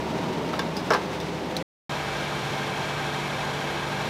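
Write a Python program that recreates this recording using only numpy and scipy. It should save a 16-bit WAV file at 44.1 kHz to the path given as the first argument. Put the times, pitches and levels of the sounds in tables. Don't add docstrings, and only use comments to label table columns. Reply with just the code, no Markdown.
import sys
import numpy as np
from scipy import signal
from scipy.fft import rfft, irfft
from scipy.io import wavfile
from scipy.ndimage import map_coordinates

SR = 44100
rng = np.random.default_rng(int(sys.argv[2]) if len(sys.argv) > 2 else 0)


def pcm_store(signal):
    levels = np.round(np.clip(np.atleast_2d(signal), -1, 1) * 32767)
    wavfile.write(sys.argv[1], SR, levels.astype(np.int16).T)


N = 180622
T = np.arange(N) / SR
HZ = np.fft.rfftfreq(N, 1 / SR)


# multiple of its speed, level/dB
MOTOR_TONES = [(3, -38.9), (4, -45.2), (5, -52), (7, -45.8), (8, -53.5), (9, -44.3), (10, -52.5),
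               (12, -54.5), (13, -49.3), (14, -54), (16, -48), (18, -45.8), (20, -50.5), (45, -51.3)]
# multiple of its speed, level/dB
PUMP_TONES = [(10, -53), (12, -50.5), (14, -51), (18, -52.5), (20, -53), (30, -53), (40, -50.5), (46, -52),
              (51, -51), (60, -43.8), (70, -52.5), (75, -53), (80, -50.5), (97, -49.5), (111, -55.5),
              (121, -53), (122, -50), (123, -50), (125, -53), (133, -57.5), (140, -58.5), (158, -56),
              (177, -50.8), (179, -53), (180, -56), (198, -53.5), (199, -57.5), (245, -57), (258, -59.5)]
# f/Hz, level/dB
FLOW_COLOUR = [(100, -21), (180, -3), (420, -2.5), (900, -0.5), (1300, -3.5), (2000, -8.5), (4200, -15),
               (4600, -16.5), (7000, -20.5), (8800, -26.5), (10500, -28), (12500, -31.5), (15500, -41)]
# f/Hz, width/Hz, boost/dB
PANEL_RINGS = [(560, 120, 1.5), (900, 100, 2), (1610, 170, 5), (1820, 60, 2.5), (2160, 150, 4),
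               (2325, 70, 6.5), (2590, 60, 4), (2720, 100, 2), (3190, 50, 3), (3350, 880, 5.5),
               (3740, 40, 6), (4160, 190, 5), (5610, 170, 5), (5840, 64, 4.5), (6800, 400, 1)]

def dispenser(motor_hz=48.296, pump_hz=13.024, vanes=10):
    motor, pump = shaft(motor_hz, wobble=0.00077), shaft(pump_hz, wobble=0.000717)
    deepest, *upper = MOTOR_TONES
    whine = tones(motor, [deepest], flutter_db=0.5) + tones(motor, upper, flutter_db=1.8)
    whine += tones(pump, PUMP_TONES, flutter_db=2)
    motor_colour = [(100, 0), (900, 2), (2000, 3), (5000, 12), (15000, -21)]
    pump_colour = [(100, 0), (800, 1), (3000, -2.5), (6000, -7), (15000, 3)]
    motor_buzz = colour(rattle(motor, motor_hz, MOTOR_TONES), motor_colour)
    pump_buzz = colour(rattle(pump, pump_hz, PUMP_TONES), pump_colour)
    surge = (1 + 0.041 * np.cos(2 * np.pi * 3 * motor)
             + 0.017 * np.cos(2 * np.pi * vanes * pump)
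             + 0.011 * np.cos(2 * np.pi * pump))
    rush = noise() * surge * amp(0.66 * drift(46))
    inside = rush + amp(-12.5) * motor_buzz + amp(-4.5) * pump_buzz
    return whine + amp(-31.5) * colour(inside, FLOW_COLOUR, PANEL_RINGS)


def shaft(hz, wobble):
    return np.cumsum(hz * (1 + wobble * drift(4.05))) / SR


def tones(turns, multiples, flutter_db):
    flutter = np.sqrt(2) * unit(amp(flutter_db * drift(6.7)))
    return sum(amp(db) * np.roll(flutter, rng.integers(N)) * np.sin(2 * np.pi * (k * turns + rng.random()))
               for k, db in multiples)


def rattle(turns, hz, main_tones, spread_db=1):
    k = np.arange(round(SR / hz / 2))
    partials = amp(spread_db * rng.standard_normal(len(k))) * np.exp(2j * np.pi * rng.random(len(k)))
    taken = np.isin(k, [multiple for multiple, db in main_tones])
    one_turn = irfft(partials * ~taken)
    return map_coordinates(one_turn, [(turns % 1) * len(one_turn)], order=3, mode="grid-wrap")


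# t/s, level/dB, contact f/Hz, treble tilt/(dB per octave), thump/dB
SPOUT_BLOWS = [(.5325, -23.5, 800, 0, -16), (.5375, -21.5, 1250, -5, -12), (.5925, -18, 1050, 0, -12),
               (.9045, -13.5, 1550, -2, -10), (.9072, -10.5, 640, -8, -3), (.9098, -11.5, 1300, -8, -4),
               (.916, -12.5, 460, -9, -9), (.921, -16.5, 850, -4, -10), (.9352, -14, 1650, 2, -14),
               (.9425, -21.5, 420, 0, -8), (.948, -10.3, 1200, -3, -22)]
# f/Hz, level/dB
THUD_COLOUR = [(30, -50), (150, -28), (300, -8.5), (480, -3), (1000, 4.5), (1650, -4), (2100, -6),
               (3500, -9.5), (5500, -17.5), (7500, -31), (15000, -45)]
# f/Hz, level/dB, fade time/s
NECK_RINGS = [(382, -7, .12), (474, 1, .17), (662, -3, .15), (734, -4, .17), (850, -6, .2), (1010, -1, .2),
              (1185, -3, .17), (1305, 1, .17), (1420, 0, .06), (1573, 1, .15), (1720, -6, .14)]
# f/Hz, level/dB
THUMP_COLOUR = [(120, -29), (240, -15), (340, -5), (480, -6.5), (1000, -42), (4000, -80)]

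def knocks(contact_fade_s=.028, thud_fade_s=.075, hollow_fade_s=.56, thump_fade_s=.1):
    t, out = np.arange(SR // 3) / SR, np.zeros(N)
    for s, db, contact_hz, tilt, thump_db in SPOUT_BLOWS:
        tilted = [(hz, level + tilt * np.log2(1 + hz / 1000)) for hz, level in THUD_COLOUR]
        contact = fade(t, contact_fade_s, db=-1) * np.sin(2 * np.pi * contact_hz * t)
        thud = burst(tilted, fade(t, thud_fade_s) + fade(t, hollow_fade_s, db=-19))
        thump = burst(THUMP_COLOUR, fade(t, thump_fade_s, thump_db))
        blow = contact + amp(-10) * (thud + thump) + amp(-8) * ring(NECK_RINGS, t)
        add(out, s, amp(db) * blow * onset(t, rise_s=.000075))
    return signal.sosfilt(signal.butter(2, 150, "high", fs=SR, output="sos"), out)


# t/s, level/dB, brightest f/Hz, crack's fade time/s, ring/dB, snap/dB
NOZZLE_CLICKS = [(.5922, -18, 5100, 0.024, -18, -2.5), (.7678, -23.5, 4960, .045, -5, 5),
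                 (.9046, -21.5, 5540, 0.04, -12, 2.5), (.9205, -23.5, 5430, 0.046, -14, -6),
                 (0.9353, -22, 4020, .032, -19, 5.5), (.942, -23, 5300, .03, -11, -1),
                 (1.2008, -29.5, 3600, .04, -1, -4), (1.211, -32, 3580, .044, -10, -3),
                 (1.5665, -17, 4150, 0.032, -15, 7)]
# f/Hz, level/dB, fade time/s
STEEL_RINGS = [(3340, -7, 0.07), (3600, -1.5, 0.1), (4120, -8, 0.05), (4840, -3, 0.11), (5130, -4, 0.14),
               (5540, -16, .12), (5700, -17, 0.2)]

def clicks(snap_fade_s=.005, echo_fade_s=.2, reach_hz=600):
    t, out = np.arange(SR // 4) / SR, np.zeros(N)
    crack_colour = [(100, -53), (2000, -7), (3300, -8.5), (5500, -4), (7500, -10.5), (15000, -19)]
    for s, db, hz, fade_s, ring_db, snap_db in NOZZLE_CLICKS:
        snap = amp(snap_db) * ring([(hz, 0, snap_fade_s)], t)
        crack = colour(rng.standard_normal(len(t)), crack_colour, [(hz, 900, 11)])
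        crack *= fade(t, fade_s) + fade(t, echo_fade_s, db=-23)
        struck = [(f, level - 10 * np.log10(1 + ((f - hz) / reach_hz) ** 2), ring_s)
                  for f, level, ring_s in STEEL_RINGS]
        click = snap + 0.37 * crack + amp(ring_db) * ring(struck, t)
        add(out, s, amp(db) * click * onset(t, rise_s=.00024))
    return out


# f/Hz, level/dB, fade time/s
SPOUT_RINGS = [(1588, 0, .065), (1830, -7, .05), (2850, -15, .08), (3530, -8.5, .08), (4880, -10, .03),
               (5400, -10, .03), (6885, -20, .06)]

def spout_tap(at_s=.5925):
    t, out = np.arange(SR // 4) / SR, np.zeros(N)
    add(out, at_s, amp(-17) * ring(SPOUT_RINGS, t) * onset(t, rise_s=.0003))
    return out


# f/Hz, width/Hz, level/dB
HUM_TONES = [(77.1, 3.5, -56.5), (116.4, 0.94, -48.5)]
# f/Hz, level/dB
RUMBLE_COLOUR = [(20, -33), (40, -31), (52, 2), (90, -1), (125, 4), (180, -2), (260, -7), (600, -67),
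                 (2000, -80)]

def low_hum():
    hum = sum(amp(db) * wavering(hz, width, flutter_db=.7) for hz, width, db in HUM_TONES)
    return hum + amp(-44.5) * colour(noise(), RUMBLE_COLOUR)


# f/Hz, level/dB
TRAFFIC_COLOUR = [(15, -82.5), (25, -44.5), (43, -26.5), (62, -23.5), (96, -22.5), (115, -9.5), (175, -6.5),
                  (285, -7), (350, -8.5), (425, -8.5), (495, -13), (703, -12.5), (945, -13), (1200, -16.5),
                  (2170, -18), (15500, -46.5)]

def traffic(swell_at_s=.37, swell_width_s=.39, split_hz=1200):
    swell_db = 3.5 * np.exp(-((T - swell_at_s) / swell_width_s) ** 2)
    bumps = [(535, 190, 2), (2250, 110, 1.4), (3750, 1800, 4.3), (5800, 2100, 3.8)]
    spectrum = rfft(colour(noise(), TRAFFIC_COLOUR, bumps))
    low_share = 1 / (1 + (HZ / split_hz) ** 8)
    rumble = unit(irfft(spectrum * low_share, N)) * amp(-33 + swell_db)
    hiss = unit(irfft(spectrum * (1 - low_share), N)) * amp(-40 + 0.093 * swell_db + 1.1 * drift(25))
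    return rumble + hiss


# f/Hz, width/Hz, starting level/dB, growth/(dB per s)
DRONE_TONES = [(164.5, 4.7, -38.5, -2), (184.2, 7.8, -42, -4.5), (235.3, 21, -43, -6.5),
               (316.4, 8.5, -43.5, 0.5), (378, 5.3, -37.5, -13), (403.7, 5.8, -51.5, 4),
               (630, 6, -43, -7.5), (770, 14, -55.5, 4.5), (847, 16, -51, 2.5), (935, 47, -39.5, -6.5)]
# starting f/Hz, climb/(Hz per s), width/Hz, starting level/dB, growth/(dB per s)
RISING_WHINE = (468.5, 30.5, 18.5, -53, 10)

def machinery():
    hum = amp(-49.5) * wavering(hz=75.7, width=1.2, flutter_db=2)
    drone = sum(amp(db + growth * T) * wavering(hz, width, flutter_db=1.5)
                for hz, width, db, growth in DRONE_TONES)
    hz, climb, width, db, growth = RISING_WHINE
    whine = amp(db + growth * T) * wavering(hz + climb * T, width, flutter_db=3.5)
    return hum + drone + whine


def amp(db):
    return 10 ** (np.asarray(db) / 20)


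def unit(x):
    return x / np.sqrt(np.mean(abs(x) ** 2) + 1e-20)


def colour(x, points, bumps=()):
    hz = np.fft.rfftfreq(len(x), 1 / SR)
    f, level = np.transpose(points)
    curve_db = np.interp(np.log(hz + 1), np.log(f + 1), level)
    boost_db = sum(db / (1 + (2 * (hz - centre) / width) ** 2) for centre, width, db in bumps)
    return unit(irfft(rfft(x) * amp(curve_db + boost_db), len(x)))


def noise():
    return rng.standard_normal(N)


def drift(hz):
    return unit(irfft(rfft(noise()) * (HZ > 0) / (1 + (HZ / hz) ** 2), N))


def wavering(hz, width, flutter_db):
    turns = np.cumsum(hz + width / 2 * drift(width)) / SR
    return unit(amp(flutter_db * drift(width)) * np.sin(2 * np.pi * (turns + rng.random())))


def onset(t, rise_s):
    return 1 - np.exp(-t / rise_s)


def fade(t, fade_s, db=0):
    return amp(db - 60 * t / fade_s)


def ring(rings, t):
    out = sum(fade(t, fade_s, db) * np.sin(2 * np.pi * (hz * t + rng.random())) for hz, db, fade_s in rings)
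    return out / abs(out).max()


def burst(points, envelope):
    shaped = colour(rng.standard_normal(len(envelope)), points) * envelope
    return unit(shaped) * np.sqrt(np.mean(envelope ** 2))


def add(mix, s, sound):
    part = mix[round(s * SR):][:len(sound)]
    part += sound[:len(part)]


def scene(car_end_s=1.627, dispenser_start_s=1.894):
    by_car = traffic() + machinery() + knocks() + spout_tap() + clicks()
    by_dispenser = dispenser() + low_hum()
    car_on = np.clip((car_end_s - T) / .001, 0, 1)
    dispenser_on = np.clip((T - dispenser_start_s) / .001, 0, 1)
    mix = car_on * by_car + dispenser_on * by_dispenser
    return np.array([mix, mix])


def record(dry, top_hz=15650):
    low_pass = signal.firwin(511, top_hz, window=("kaiser", 9), fs=SR)
    return signal.oaconvolve(dry, low_pass[None], "same")


dry = scene()
out = record(dry)
pcm_store(out)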